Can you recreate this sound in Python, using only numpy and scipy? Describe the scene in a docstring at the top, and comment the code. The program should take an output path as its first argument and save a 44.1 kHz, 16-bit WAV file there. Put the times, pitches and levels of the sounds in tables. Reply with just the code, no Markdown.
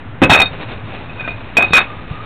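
"""Snapping a brick slab by hand

A hand snaps a brick slab laid across two supports beside a house wall: fading tones and noise make the boom.
The halves crash, grind as the hand pulls free, then topple flat: knocks ring and crack, noise bands grind.
Soft thumps and rubbing grit lie beneath, over outdoor air, a low rumble and a faint far tone.
A narrow-band microphone close by flattens peaks that go over its limits."""
import sys
import numpy as np
from scipy import signal
from scipy.fft import rfft, irfft
from scipy.io import wavfile

SR = 44100
rng = np.random.default_rng(int(sys.argv[2]) if len(sys.argv) > 2 else 0)


def put_to_file(sound):
    """Save the sound as 16-bit audio at rate SR, in the file named by the first command-line argument."""
    columns = np.atleast_2d(sound).T  # one column per channel
    safe = np.clip(columns, -1, 1)
    whole_steps = np.round(safe * 32767)
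    wavfile.write(sys.argv[1], SR, whole_steps.astype(np.int16))


N = 99225
T = np.arange(N) / SR
SHORT = SR // 2  # samples in half a second, the length of one hit
SHORT_T = T[:SHORT]


def amp(db):
    """Turn decibels into a gain."""
    return 10 ** (np.asarray(db) / 20)


def unit(x):
    """Scale to an average strength (rms) of 1."""
    return x / np.sqrt(np.mean(x ** 2))


def curve(rows):
    """Gain over time, drawn through points of (t/s, level/dB)."""
    return amp(np.interp(T, *np.array(rows).T))


def colour(x, points):
    """Reshape the spectrum of x with (f/Hz, level/dB) points, then scale to rms 1."""
    hz, db = np.array(points).T
    f = np.maximum(np.fft.rfftfreq(len(x), 1 / SR), 1)
    gain = amp(np.interp(np.log(f), np.log(hz), db))
    return unit(irfft(rfft(x) * gain, len(x)))


def noise(points, size=N):
    """Random hiss with the given spectrum."""
    return colour(rng.standard_normal(size), points)


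def band(hz, width):
    """Noise at rms 1 gathered around one frequency; around 0 Hz it is a slow random wobble."""
    f = np.fft.rfftfreq(N, 1 / SR)
    bell = np.exp(-2 * ((f - hz) / width) ** 2)
    return unit(irfft(rfft(rng.standard_normal(N)) * bell, N))


def fade(t60):
    """Smooth dying-away that drops 60 dB in t60 seconds."""
    return np.exp(-np.log(1000) * SHORT_T / max(t60, 1e-3))


def ring(modes):
    """A struck object sounds as a sum of sine tones, each dying at its own pace."""
    total = np.zeros(SHORT)
    for hz, db, t60 in modes:
        total += np.sqrt(2) * amp(db) * fade(t60) * np.sin(2 * np.pi * hz * SHORT_T)
    return total


def add(out, start, x):
    """Mix x into out, beginning at start seconds."""
    i = int(start * SR)
    out[i:i + len(x)] += x[:max(N - i, 0)]


# spectrum of the outdoor air: [f/Hz, relative level/dB]
AIR_SPECTRUM = [(15, -31), (38, -22), (65, -3), (130, -10), (230, -8), (400, -12.5), (700, -13.5),
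                (1150, -14), (1700, -15), (2500, -21.5), (3000, -23.5), (3800, -28), (4400, -24)]
AIR_DB = -34.5
# bands of low rumble: [f/Hz, width/Hz, level/dB before the curve below]
RUMBLE_BANDS = [(43.39, 36, -42), (102.8, 28, -36), (163.7, 61, -43.5), (260, 79, -44)]
# rise and fall of the whole rumble: [t/s, level/dB]
RUMBLE_CURVE = [(0, -1.5), (.2, 2), (.55, 2), (.95, 1.5), (1.35, 1.5), (1.7, -1.5), (2.0, 0.5), (2.25, 0.5)]
# a faint thin tone flickers far off: [t/s, level/dB]
FAR_TONE_CURVE = [(1.8, -62), (1.91, -31.5), (1.97, -45), (2.03, -38.5), (2.08, -47), (2.14, -37.5),
                  (2.25, -36.5)]
FAR_TONE_HZ, FAR_TONE_WIDTH_HZ = 1229.7, 75


def background():
    """Steady outdoor air noise, low rumble from wide bands, and a far tone from one narrow band."""
    air = noise(AIR_SPECTRUM) * amp(AIR_DB)
    rumble = sum(amp(db) * band(hz, width) for hz, width, db in RUMBLE_BANDS)
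    far_tone = band(FAR_TONE_HZ, FAR_TONE_WIDTH_HZ) * curve(FAR_TONE_CURVE)
    return air + rumble * curve(RUMBLE_CURVE) + far_tone


# loudness of rubbing grit and clothing: [t/s, level/dB before the flicker]
SCUFF_CURVE = [(0, -41), (.2, -66), (.45, -33), (.6, -32.5), (.85, -32.5), (1.15, -34.5), (1.29, -28.5),
               (1.38, -34.5), (1.55, -39), (1.68, -28), (1.9, -35), (2.25, -35.5)]
# spectrum of the rubbing: [f/Hz, relative level/dB]
SCUFF_SPECTRUM = [(150, -0.5), (300, 0.5), (470, 0.5), (700, -1), (950, -2), (1300, -6), (2100, -7.5),
                  (2380, -3.5), (2520, -0.5), (2800, -7.5), (3300, -14), (3720, -6.5), (4300, -13.5)]
GRIT_PER_S, GRIT_SPREAD_DB = 9000, 1.5  # average number of slips, and how unequal they are
SCUFF_FLICKER_DB, SCUFF_FLICKER_HZ = 3.08, 15


def scuff():
    """Grit and cloth rub in a dense shower of tiny slips at random moments and strengths."""
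    slips = rng.random(N) < GRIT_PER_S / SR
    strength = rng.standard_normal(N) * amp(GRIT_SPREAD_DB * rng.exponential(size=N))
    flicker = amp(SCUFF_FLICKER_DB * band(0, SCUFF_FLICKER_HZ))
    return colour(slips * strength, SCUFF_SPECTRUM) * curve(SCUFF_CURVE) * flicker


# dull thumps of hand, feet and settling brick: [t/s, level/dB]
THUMP_HITS = [(0.299, -6.5), (0.321, -7), (.512, -26.5), (.585, -23.5), (0.839, -31.5), (1.093, -30.5),
              (1.307, -26), (1.7076, -18.5), (2.111, -20)]
# tones inside a thump: [f/Hz, relative level/dB, time to fall 60 dB/s]
THUMP_TONES = [(100, -6, .09), (150, -0.5, 0.087), (265, -9.5, 0.068)]
# spectrum of a thump's noise: [f/Hz, relative level/dB]
THUMP_SPECTRUM = [(30, -16), (100, -2), (260, -9.5), (600, -20.5), (2000, -46)]
THUMP_NOISE_DB, THUMP_T60_S = -3, 0.068  # noise relative to the hit's level, and its fade


def thumps():
    """Soft, heavy contacts: low tones and a dull puff of noise die away together."""
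    out = np.zeros(N)
    for start, db in THUMP_HITS:
        puff = amp(THUMP_NOISE_DB) * noise(THUMP_SPECTRUM, size=SHORT) * fade(THUMP_T60_S)
        add(out, start, amp(db) * (ring(THUMP_TONES) + puff))
    return out


# the halves grind against each other as the hand pulls free: [t/s, level/dB]
GRIND_CURVE = [(1.05, -65), (1.11, -51), (1.16, -51), (1.205, -38), (1.24, -33), (1.285, -36),
               (1.33, -40.5), (1.39, -60), (1.5, -80)]
# resonances of the ground brick: [f/Hz, width/Hz, relative level/dB]
GRIND_BANDS = [(677, 120, -10), (1529, 110, -0.5), (2474, 90, 1.5), (3660, 78, -10)]


def grind():
    """Rough faces rub and excite the resonances of the brick, heard as bands of noise."""
    rub = sum(amp(db) * band(hz, width) for hz, width, db in GRIND_BANDS)
    return rub * curve(GRIND_CURVE)


TAIL_DB, TAIL_T60_S = -14, 0.23


def burst(points, t60):
    """Noise that dies fast, with a weaker, longer tail scattered by wall and ground."""
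    return noise(points, size=SHORT) * np.hypot(fade(t60), amp(TAIL_DB) * fade(TAIL_T60_S))


# brick meets brick or concrete: [t/s, body level/dB, body f/Hz, crack level/dB,
# low ring level/dB, low ring f/Hz, high ring level/dB]
CONTACTS = [ (0.2192, -6.5, 746, -0.5, -6.5, 2518, -35), (0.2337, -11.5, 786, -14.5, -3.5, 2567, -24),
            (.296, -1.5, 808, -1.5, -13, 2507, -9), (0.303, -4.5, 805, 3, -7.5, 2613, -26),
            (.314, 2.5, 908, 0.5, -13, 2494, -5), (.323, -19, 872, -7, -2.5, 2515, -2),
            (.334, -10, 600, 1, 0.5, 2524, -8.5), (.347, -7, 772, 0, -2, 2500, -26),
            (.363, -11, 760, -11.5, -19.5, 2530, -31), (0.3758, -14.5, 653, -13, -14.5, 2621, -15.5),
            (0.389, -15.5, 692, -18, -0.5, 2501, -25), (0.401, -5.5, 768.3, -9, -8.5, 2506, -27),
            (.4158, -12.5, 681, -7.5, -5, 2480, -3), (.431, -19.5, 750, -55, -23, 2400, -42),
            (.457, -29, 754, -50, -23, 2525, -15.5), (1.092, -39, 710, -40, -32, 2520, -59),
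            (1.196, -40, 700, -43.5, -22, 2475, -39), (1.208, -34.5, 680, -23, -38, 2575, -36.5),
            (1.247, -45.5, 697.7, -47, -27.5, 2500, -44), (1.277, -22.5, 674, -19.5, -19, 2448, -40),
            (1.305, -31.5, 700, -38.5, -22.5, 2467, -35), (1.5687, -8, 545.6, -6.5, 2.5, 2496, -42.5),
            (1.5845, -9.5, 663, -16, -26, 2560, -25), (1.593, -29, 660, -25, -2.5, 2505, -34),
            (1.607, -14.5, 697.6, -14.5, -24, 2555, -27), (1.624, -20.5, 700, -12.5, -7.5, 2522, -29),
            (1.6336, -16, 735, -29, -27, 2546, -27.5), (1.642, -24, 550, -24.5, -12, 2508, -31),
            (1.681, -38, 701, -45, -28.5, 2516, -31.5), (1.706, -34, 708, -32, -26, 2546, -29),
            (1.723, -40.5, 700, -33, -18.5, 2518, -27), (1.7333, -11, 801, 3, 3, 2495, -8),
            (1.752, -17, 774, -6, 2.5, 2489, -22), (1.765, -21.5, 750, -4, -4, 2484, -30),
            (1.7722, -22.5, 800, -6.5, -11, 2652, -10.5), (1.777, -15, 746.7, -4, -11, 2575, -16),
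            (1.783, -16.5, 860, -6.5, -12, 2459, -29), (1.8029, -22, 749.2, -16.5, -13, 2570, -31),
            (1.8115, -21, 786, -18, -36, 2528, -37), (1.841, -41, 751, -47, -24.5, 2496, -49)]
# spectrum of the noise in a knock's hollow body: [f/Hz, relative level/dB]
BODY_SPECTRUM = [(50, -10), (150, -8.5), (300, -5), (480, -6.5), (740, -1.5), (1000, -7), (1600, -20.5),
                 (4000, -42)]
# spectrum of the noise in its dry crack: [f/Hz, relative level/dB]
CRACK_SPECTRUM = [(150, -28), (600, -8.5), (1000, -0.5), (1400, 3), (1900, -2.5), (2500, 3), (3100, -12.5),
                  (3700, -5), (4400, -16)]
# tones in the crack: [f/Hz, relative level/dB, time to fall 60 dB/s]
CRACK_TONES = [(999, -15, 0.031), (1228, -19.5, 0.13), (1298, -15, .1), (1527, -14.5, 0.12),
               (1638.4, -11, 0.054), (1865, -23, 0.14), (2020, -17, 0.11)]
# tones in the high clink: [f/Hz, relative level/dB, time to fall 60 dB/s]
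HIGH_RING_TONES = [(3712, 2, 0.089), (3666, -6.5, 0.055)]
BODY_NOTE_DB, BODY_NOTE_T60_S = -1.5, 0.063  # the note's level is relative to the body
BODY_T60_S, CRACK_T60_S, LOW_RING_T60_S = 0.043, 0.05, 0.1
RING_RISE_S = 0.0018  # time constant of the soft start of both rings
TWIN_HZ, TWIN_DB = 41.7, -11.5  # a second tone this far above the low ring makes it beat
RING_SCATTER, RING_SCATTER_HZ = 0.33, 110


def knocks():
    """Each contact has a hollow note, dry crack and clink, and feeds a low ring led by the strongest."""
    out, rise = np.zeros(N), 1 - np.exp(-SHORT_T / RING_RISE_S)
    power, weighted_hz = np.full(N, 1e-12), np.zeros(N)  # the tiny power avoids dividing by zero
    crack_tones, clink = ring(CRACK_TONES), rise * ring(HIGH_RING_TONES)
    feed = rise * fade(LOW_RING_T60_S)
    for start, body_db, body_hz, crack_db, low_db, low_hz, high_db in CONTACTS:
        body = ring([(body_hz, BODY_NOTE_DB, BODY_NOTE_T60_S)]) + burst(BODY_SPECTRUM, BODY_T60_S)
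        crack = crack_tones + burst(CRACK_SPECTRUM, CRACK_T60_S)
        add(out, start, amp(body_db) * body + amp(crack_db) * crack + amp(high_db) * clink)
        low_power = (amp(low_db) * feed) ** 2
        add(power, start, low_power)
        add(weighted_hz, start, low_hz * low_power)
    # the pitch is an average in which stronger contacts count for more
    phase = 2 * np.pi * np.cumsum(weighted_hz / power) / SR
    # wall and ground scatter the ring, so that it wavers
    scatter = band(0, RING_SCATTER_HZ) * np.sin(phase) + band(0, RING_SCATTER_HZ) * np.cos(phase)
    twin = amp(TWIN_DB) * np.sin(phase + 2 * np.pi * TWIN_HZ * T)
    low_ring = np.sqrt(2 * power) * (np.sin(phase) + RING_SCATTER * scatter + twin)
    return out + low_ring


# tones of slab and supports under the hand: [f/Hz, relative level/dB, time to fall 60 dB/s]
SLAB_TONES = [(131.2, -13, 0.18), (188.3, -1, 0.1), (271.4, -2, 0.15), (318.6, -1, .12), (523.6, -9, 0.17),
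              (770, -3, 0.071)]
# spectrum of the noise in the blow: [f/Hz, relative level/dB]
STRIKE_SPECTRUM = [(40, -13.5), (120, -3.5), (300, -3), (550, -8.5), (1000, -16), (2200, -22), (4200, -38)]
STRIKE_S, STRIKE_DB, STRIKE_NOISE_DB, STRIKE_T60_S = 0.2183, 1.5, 5.5, 0.14


def strike():
    """The hand drives the slab and its supports into a deep boom of low tones and noise."""
    out = np.zeros(N)
    tones = amp(STRIKE_DB) * ring(SLAB_TONES)
    blow = amp(STRIKE_NOISE_DB) * noise(STRIKE_SPECTRUM, size=SHORT) * fade(STRIKE_T60_S)
    add(out, STRIKE_S, tones + blow)
    return out


def scene():
    """Everything added together at the one microphone."""
    return (background() + scuff() + grind() + thumps() + knocks() + strike())[None]


SLOW_RATE_HZ, TOP_HZ = 8000, 16000
INPUT_CEILING, OUTPUT_CEILING, OFFSET = 0.68, 0.71, -0.018  # full scale is 1


def record(dry):
    """Slow sampling dulls the sound and clips it; the rebuilt wave overshoots, clips again and rasps."""
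    slow = signal.resample_poly(dry, SLOW_RATE_HZ, SR, axis=-1) + OFFSET
    held = np.clip(slow, -INPUT_CEILING, INPUT_CEILING)
    # a long, steep filter rebuilds the wave up to half the slow rate
    steep = signal.firwin(14113, 1 / 441, window=("kaiser", 9))
    rebuilt = signal.resample_poly(held, SR, SLOW_RATE_HZ, axis=-1, window=steep)[:, :N]
    clipped = np.clip(rebuilt, -OUTPUT_CEILING, OUTPUT_CEILING)
    low_pass = signal.ellip(10, 0.1, 80, TOP_HZ, fs=SR, output="sos")
    return signal.sosfilt(low_pass, clipped)


dry = scene()
out = record(dry)
put_to_file(out)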